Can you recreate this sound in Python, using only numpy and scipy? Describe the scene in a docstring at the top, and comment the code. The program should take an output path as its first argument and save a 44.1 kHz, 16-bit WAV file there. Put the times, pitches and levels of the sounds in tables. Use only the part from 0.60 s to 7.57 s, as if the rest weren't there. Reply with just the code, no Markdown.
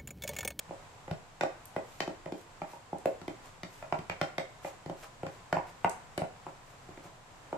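"""In a small tiled kitchen, a wooden spoon knocks the last food out of a hand-held plastic tub. Each impact
excites the tub's damped modes, in proportions set by the point and hardness of contact. Wet food smacks as it
lets go, some blows tick brightly, and between blows the spoon wipes the wall with a frictional hiss. Near
surfaces return early echoes and a short reverberant tail, over a steady background noise."""
import sys
import numpy as np
from scipy import signal
from scipy.fft import rfft, irfft, next_fast_len
from scipy.io import wavfile

SR = 44100
rng = np.random.default_rng(int(sys.argv[2]) if len(sys.argv) > 2 else 0)


def output_pcm(signal):
    """Save a mono or channel-first signal as 16-bit PCM at the path in sys.argv[1].

    Samples are clipped to [-1, 1] before scaling.
    """
    pcm = np.clip(np.atleast_2d(signal).T, -1, 1) * 32767
    wavfile.write(sys.argv[1], SR, np.round(pcm).astype(np.int16))


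N = 307377

# spectrum of the background: (frequency [Hz], relative spectral density [dB])
BACKGROUND_SPECTRUM = [(12, -32), (20, 4.4), (33, -4), (64, -11.5), (134, -4), (208, -13), (282, -12),
                       (351, -15.5), (489, -11), (849, -9.5), (1120, -11), (2420, -18.5), (7690, -30.5),
                       (13300, -40), (14500, -39)]
# broad resonances in the background: (centre [Hz], width [Hz], lift [dB])
BACKGROUND_RESONANCES = [(99, 17, 5.5), (146, 22, 1.5), (720, 76, 3), (1020, 90, 4), (7500, 2050, 7.5)]
# likeness of left and right in a diffuse field: (frequency [Hz], coherence [0-1])
COHERENCE = [(30, .5), (65, .9), (120, .92), (300, .72), (700, .45), (1500, .1), (8000, .02)]
# blows of the spoon: (time [s], strength [dB], knock pitch [Hz], contact hardness [dB],
# give of the wall [dB], relative thump of the whole tub [dB])
BLOWS = [(0.0913, -59.5, 660, 8, -9, -46), (0.109, -41.5, 680, -16, -4, -52), (.4792, -45, 674, 0, -4, -49),
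         (0.5116, -39.5, 613, 5.5, -0.5, -30.5), (.8097, -31.5, 734, 7, 0, -43),
         (.8346, -28, 600, -2.5, -0.5, -43.5), (1.1638, -31, 730, -5.5, 1, -40),
         (1.404, -34.5, 680, 14.5, 1, -44), (1.4765, -35.5, 624, -3, 3.5, -41),
         (1.6591, -40, 680, -3.5, -0.5, -44), (1.7218, -39, 660, -1, 6, -43),
         (2.0178, -38, 706, -1.5, -4, -42), (2.134, -48.5, 776, -15, -5.5, -70),
         (2.329, -34, 730, -20, 0.5, -40), (2.4569, -25.5, 593, -7.5, 0, -39.5),
         (2.6152, -51.5, 655, 9.5, 0, -47), (2.6796, -38, 730, 2, 6.5, -48),
         (3.0327, -47, 680, 16.5, -0.5, -42), (3.2252, -45.5, 720, 0.5, -7.5, -53),
         (3.3244, -28.5, 730, -2.5, -2, -37.5), (3.3888, -52.5, 710, 13, 4, -39),
         (3.4974, -39, 730, 13, -3, -41), (3.6133, -30.5, 680, 9.5, -1, -33.5),
         (3.7813, -33, 660, 9, -1, -41), (4.0465, -38, 660, -3, -3.5, -48.5),
         (4.2602, -46, 616, 5, -0.5, -40), (4.2968, -38, 600, -1.5, 0, -39),
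         (4.6322, -36, 680, -8.5, 1, -39.5), (4.6659, -46.5, 750, 10, 0, -42.5),
         (4.9271, -27, 720, 2, -1, -34), (4.9674, -28.5, 790, -12, -1.5, -36),
         (5.2454, -22.5, 813, -7, -1, -34), (5.5777, -33, 647, 4.5, 2.5, -39),
         (5.6184, -33.5, 740, -10, -5, -34), (5.8661, -41, 760, -9, -2, -51.5),
         (6.2882, -53.5, 660, -4, 2.5, -49.5), (6.374, -51.5, 730, 4, 2, -65),
         (6.4525, -55, 700, -5, 0, -50), (6.928, -33, 757, -11, 1, -47)]
# bounds of the six registers, thump, wall flex, knock, clack, crack and tick: (edge [Hz])
REGISTER_EDGES = [80, 250, 460, 1050, 3000, 6500, 14000]
# normal modes of the tub: (frequency [Hz], t60 [s], relative level [dB])
TUB_MODES = [(114.6, 0.14, -14), (136.6, 0.064, -1.5), (165.9, 0.12, 4), (290, 0.043, -0.5),
             (359.8, 0.026, 21.5), (562, 0.044, -4.5), (660, 0.02, -1), (730, 0.014, 0.5), (844, 0.028, -3),
             (944, 0.039, -3.5), (1115, 0.028, 5.5), (1403, 0.033, 1.5), (1760, 0.0097, -12),
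             (1983, 0.018, 4.5), (2148, 0.04, -7), (2410, 0.028, 1.5), (2674, 0.019, 1), (3084, 0.047, 2),
             (3675, 0.031, -2), (4100, 0.0068, -6.5), (5750, 0.004, -17), (7470, 0.01, 0)]
# noise of the rough contact, a row per register: (level against the modes [dB], t60 [s])
CONTACT_NOISE = [(-9, 0.049), (-26, 0.072), (-13.5, 0.051), (-1.5, 0.038), (4, 0.03), (1.5, .024)]
# response of the registers above the thump: (ordinary level [dB], slope with strength [dB/dB],
# with hardness [dB/dB], with give [dB/dB], with knock pitch [dB/octave])
# Flex grows slowly as the soft wall yields; stiff spots clack; bare wood on bare plastic cracks.
REGISTER_RESPONSE = [(-40, 0.61, 0, 1, -8), (-35, 1, 0, -0.5, -3), (-42, 1, 0.6425, -0.5, 15),
                     (-51, 1, 1, 0.5, -3.5), (-58, 0.9, 0.78, 0.5, -0.5)]
# echoes from worktop, tiles and cupboards: (left delay [s], right delay [s], relative level [dB])
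EARLY_ECHOES = [(.0117, .01721, -14), (.01497, .01515, -16), (.0224, .02127, -15.5), (.02608, .02002, -16),
                (.0337, .0295, -15.5), (.01336, .01866, -18)]
# diffuse tail of the kitchen: (frequency [Hz], level against the direct sound [dB], t60 [s])
REVERB_BANDS = [(114, -15, 0.42), (245, -3, 0.38), (496, -2, 0.31), (820, -1, 0.27), (1620, -5, 0.47),
                (3520, -7.5, 0.4), (7500, -2.5, 0.28), (14000, -11.5, 0.24)]
# short bright ticks, from wet food letting go of the plastic and from some spoon blows: (time [s], level [dB],
# centre frequency [Hz])
BRIGHT_TICKS = [(1.055, -50.5, 11300), (2.384, -57, 7600), (2.457, -51, 12500), (2.858, -61, 7000),
                (5.295, -43, 7500), (5.296, -57, 13200), (5.577, -47, 8900)]
# strokes of the spoon along the wall: (midpoint [s], duration [s], relative level [dB])
WIPES = [(1.339, 0.22, -60), (1.795, .12, -61), (2.119, 0.12, -59), (2.858, 0.091, -62), (3.157, 0.19, -60),
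         (3.901, 0.065, -81), (4.067, .11, -54.5), (4.42, .125, -57), (4.442, 0.037, -57),
         (4.736, 0.099, -64.5), (5.087, 0.064, -62), (6.101, 0.12, -65.5), (6.452, 0.073, -62)]
# spectrum of the wiping hiss: (frequency [Hz], relative level [dB])
WIPE_SPECTRUM = [(1000, -15), (2300, 2.5), (4500, -4), (7600, -0.5), (9500, -7), (13500, -6)]


def undb(db):
    """Amplitude ratio of a level in decibels."""
    return 10 ** (np.asarray(db) / 20)


def unit(x):
    """Normalisation to an rms of 1."""
    return x / np.sqrt(np.mean(x ** 2))


def decay(t, t60):
    """Exponential damping, 60 dB down after t60."""
    return np.exp(-np.log(1000) * t / t60)


def band(x, lo_hz, hi_hz, order=2):
    """Causal Butterworth band-pass."""
    return signal.sosfilt(signal.butter(order, [lo_hz, hi_hz], "band", fs=SR, output="sos"), x)


def along(hz, points):
    """Interpolation of (frequency, value) points on a log-frequency axis."""
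    at, value = np.transpose(points)
    return np.interp(np.log(hz + 1e-9), np.log(at), value)


def colour(x, gain):
    """Zero-phase filtering by a gain that is a function of frequency."""
    n = x.shape[-1]
    return irfft(rfft(x) * gain(np.arange(n // 2 + 1) * SR / n), n)


def burst(x, db):
    """Equal energy: a short sound is given the energy of 10 ms at this level."""
    return x * undb(db) * np.sqrt(SR / 100 / np.mean(np.sum(x ** 2, axis=-1)))


def add(out, start_s, x):
    """Superposition of a stereo sound on the mix."""
    i = int(start_s * SR)
    out[:, i:i + x.shape[1]] += x[:, :N - i]


def diffuse_noise(count):
    """Diffuse field: sound from all directions is coherent in the bass, unrelated in the treble."""
    mid, side = rng.standard_normal((2, count))
    mid = colour(mid, lambda hz: np.sqrt((1 + along(hz, COHERENCE)) / 2))
    side = colour(side, lambda hz: np.sqrt((1 - along(hz, COHERENCE)) / 2))
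    return np.array([mid + side, mid - side])


def background(level_db=-53.46, waver_db=0.9):
    """Broadband noise with Lorentzian resonances: a hiss and rumble whose level wavers slightly."""
    def gain(hz):
        lift_db = sum(db / (1 + (2 * (hz - centre) / width) ** 2)
                      for centre, width, db in BACKGROUND_RESONANCES)
        return undb(along(hz, BACKGROUND_SPECTRUM) + lift_db)
    noise = colour(diffuse_noise(next_fast_len(N)), gain)[:, :N]
    knots = rng.standard_normal(40)
    waver = np.interp(np.linspace(0, len(knots) - 1, N), np.arange(len(knots)), knots)
    return unit(noise) * undb(level_db + waver_db * waver)


def tub_ring(knock_hz, width_hz, clack_hz, levels_db, clack_db_per_octave=-8.5, grit_top_hz=6000):
    """Modal superposition: the point of contact decides which damped modes answer one blow."""
    t = np.arange(4096) / SR
    hz, t60, db = np.transpose(TUB_MODES)
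    register = np.searchsorted(REGISTER_EDGES, hz) - 1
    knock, clack = 2, 3  # register numbers
    detune, lobe_phase, scatter, lobe_sign = rng.standard_normal((len(hz), 4)).T
    # mid-wall blows wake few modes and sound hollow; near a corner many answer and the knock is dry
    off_pitch_db = np.minimum(5 * ((hz - knock_hz) / width_hz) ** 2, 20)
    db = db - np.where(register == knock, off_pitch_db, 0)
    clack_db = lambda f: clack_db_per_octave * np.abs(np.log2(np.maximum(f, 1) / clack_hz))
    db = db + np.where(register == clack, clack_db(hz), 0)
    # grip and clinging food shift every mode a little
    hz, db = hz * (1 + 0.03 * detune), db + 3.5 * scatter
    # low modes all start with the push; the others start either way, by which lobe is struck
    gain = undb(db) * np.where(register < knock, 1, np.sign(lobe_sign))
    # the right side is a little nearer; high modes radiate in lobes and arrive out of step
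    skew = 0.4 * np.minimum(hz / 700, 1) + lobe_phase * (hz / 1500) ** 2
    phase = np.array([-skew, skew])[:, :, None] / 2
    modes = gain[:, None] * decay(t, t60[:, None]) * np.sin(2 * np.pi * hz[:, None] * t + phase)
    grit = colour(diffuse_noise(len(t)), lambda f: 1 / (1 + (f / grit_top_hz) ** 2))
    out = 0
    for k, (rough_db, rough_t60) in enumerate(CONTACT_NOISE):
        edges_hz = REGISTER_EDGES[k:k + 2]
        rough = colour(grit, lambda f: undb(clack_db(f))) if k == clack else grit
        rough = band(rough * decay(t, rough_t60), *edges_hz)
        ring = band(modes[:, register == k].sum(axis=1), *edges_hz)
        out = out + burst(unit(ring) + undb(rough_db) * unit(rough), levels_db[k])
    return out


def spoon_knocks(ordinary_db=-36, ordinary_hz=680, thump_gain_db=-0.5):
    """Impact excitation: strength, hardness and the spot struck share energy among the registers."""
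    out = np.zeros((2, N))
    for start_s, strength_db, knock_hz, hard_db, give_db, thump_db in BLOWS:
        force_db = strength_db - ordinary_db
        octaves = np.log2(knock_hz / ordinary_hz)
        levels_db = [thump_db + thump_gain_db]
        for base_db, *slopes in REGISTER_RESPONSE:
            levels_db.append(base_db + np.dot(slopes, [force_db, hard_db, give_db, octaves]))
        width_hz = 157 / 2 ** (force_db / 52)  # a stronger blow narrows the knock
        clack_hz = 1525 * 2 ** (hard_db / 38)  # a harder contact raises the clack
        add(out, start_s, tub_ring(knock_hz, width_hz, clack_hz, levels_db))
    return out


def kitchen_reverb(direct, echo_gain_db=1.9, gap_s=0.0035, build_s=0.011):
    """Reflection: distinct early echoes, then a diffuse tail that dies soonest in the top treble."""
    t = np.arange(SR // 2) / SR
    early = np.zeros((2, len(t)))
    for left_s, right_s, db in EARLY_ECHOES:
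        early[[0, 1], [round(left_s * SR), round(right_s * SR)]] += undb(db + echo_gain_db)
    response = band(early, lo_hz=140, hi_hz=4500, order=1)
    noise = diffuse_noise(len(t))
    build_up = np.clip((t - gap_s) / build_s, 0, 1)
    for centre_hz, db, t60 in REVERB_BANDS:
        share = [(hz, float(hz == centre_hz)) for hz, _, _ in REVERB_BANDS]
        tail = colour(noise, lambda hz: along(hz, share))
        envelope = build_up * decay(t, t60)
        response = response + undb(db) * tail * envelope / np.linalg.norm(envelope)
    return direct + signal.fftconvolve(direct, response, axes=1)[:, :N]


def bright_ticks(t60=0.022, edge_ratio=1.25):
    """Bright ticks: wet food snapping free of the plastic, and some blows of the spoon, give a short, bright
    crackle."""
    out, t = np.zeros((2, N)), np.arange(SR // 16) / SR
    for start_s, db, hz in BRIGHT_TICKS:
        snap = rng.standard_normal((2, len(t))) * decay(t, t60)
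        snap = band(snap, hz / edge_ratio, hz * edge_ratio, order=1)
        add(out, start_s, burst(band(snap, lo_hz=2300, hi_hz=14000), db))
    return out


def spoon_wipes(slips_per_s=4500, spread_db=1.5, hiss_gain_db=-1, dig_db=15, dig_db_per_s=-145):
    """Stick-slip friction: tiny uneven slips of wood on wet plastic hiss and drive the tub's wall."""
    out, t = np.zeros((2, N)), np.arange(16384) / SR
    for middle_s, length_s, db in WIPES:
        slipping = rng.random(len(t)) < slips_per_s / SR
        slip_size = undb(spread_db * np.minimum(rng.exponential(size=len(t)), 4))
        slips = slipping * slip_size * rng.standard_normal((2, len(t)))
        hiss = unit(colour(slips, lambda hz: undb(along(hz, WIPE_SPECTRUM))))
        wall = unit(band(slips.sum(axis=0), lo_hz=560, hi_hz=1100, order=1))
        wall_db = db + dig_db + dig_db_per_s * length_s  # short wipes dig in and stir the wall more
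        pressure = np.sin(np.pi * np.minimum(t / length_s, 1))
        wipe = pressure * (undb(db + hiss_gain_db) * hiss + undb(wall_db) * wall)
        add(out, middle_s - length_s / 2, wipe)
    return out


def scene():
    """Superposition: spoon, tub and food reverberate in the kitchen, over its background."""
    return kitchen_reverb(spoon_knocks() + bright_ticks() + spoon_wipes()) + background()


def record(dry, cutoff_hz=14350):
    """Band limiting: the phone's steep low-pass cuts the top of the treble."""
    return signal.sosfilt(signal.ellip(10, 0.2, 70, cutoff_hz, fs=SR, output="sos"), dry)


dry = scene()
out = record(dry)
output_pcm(out)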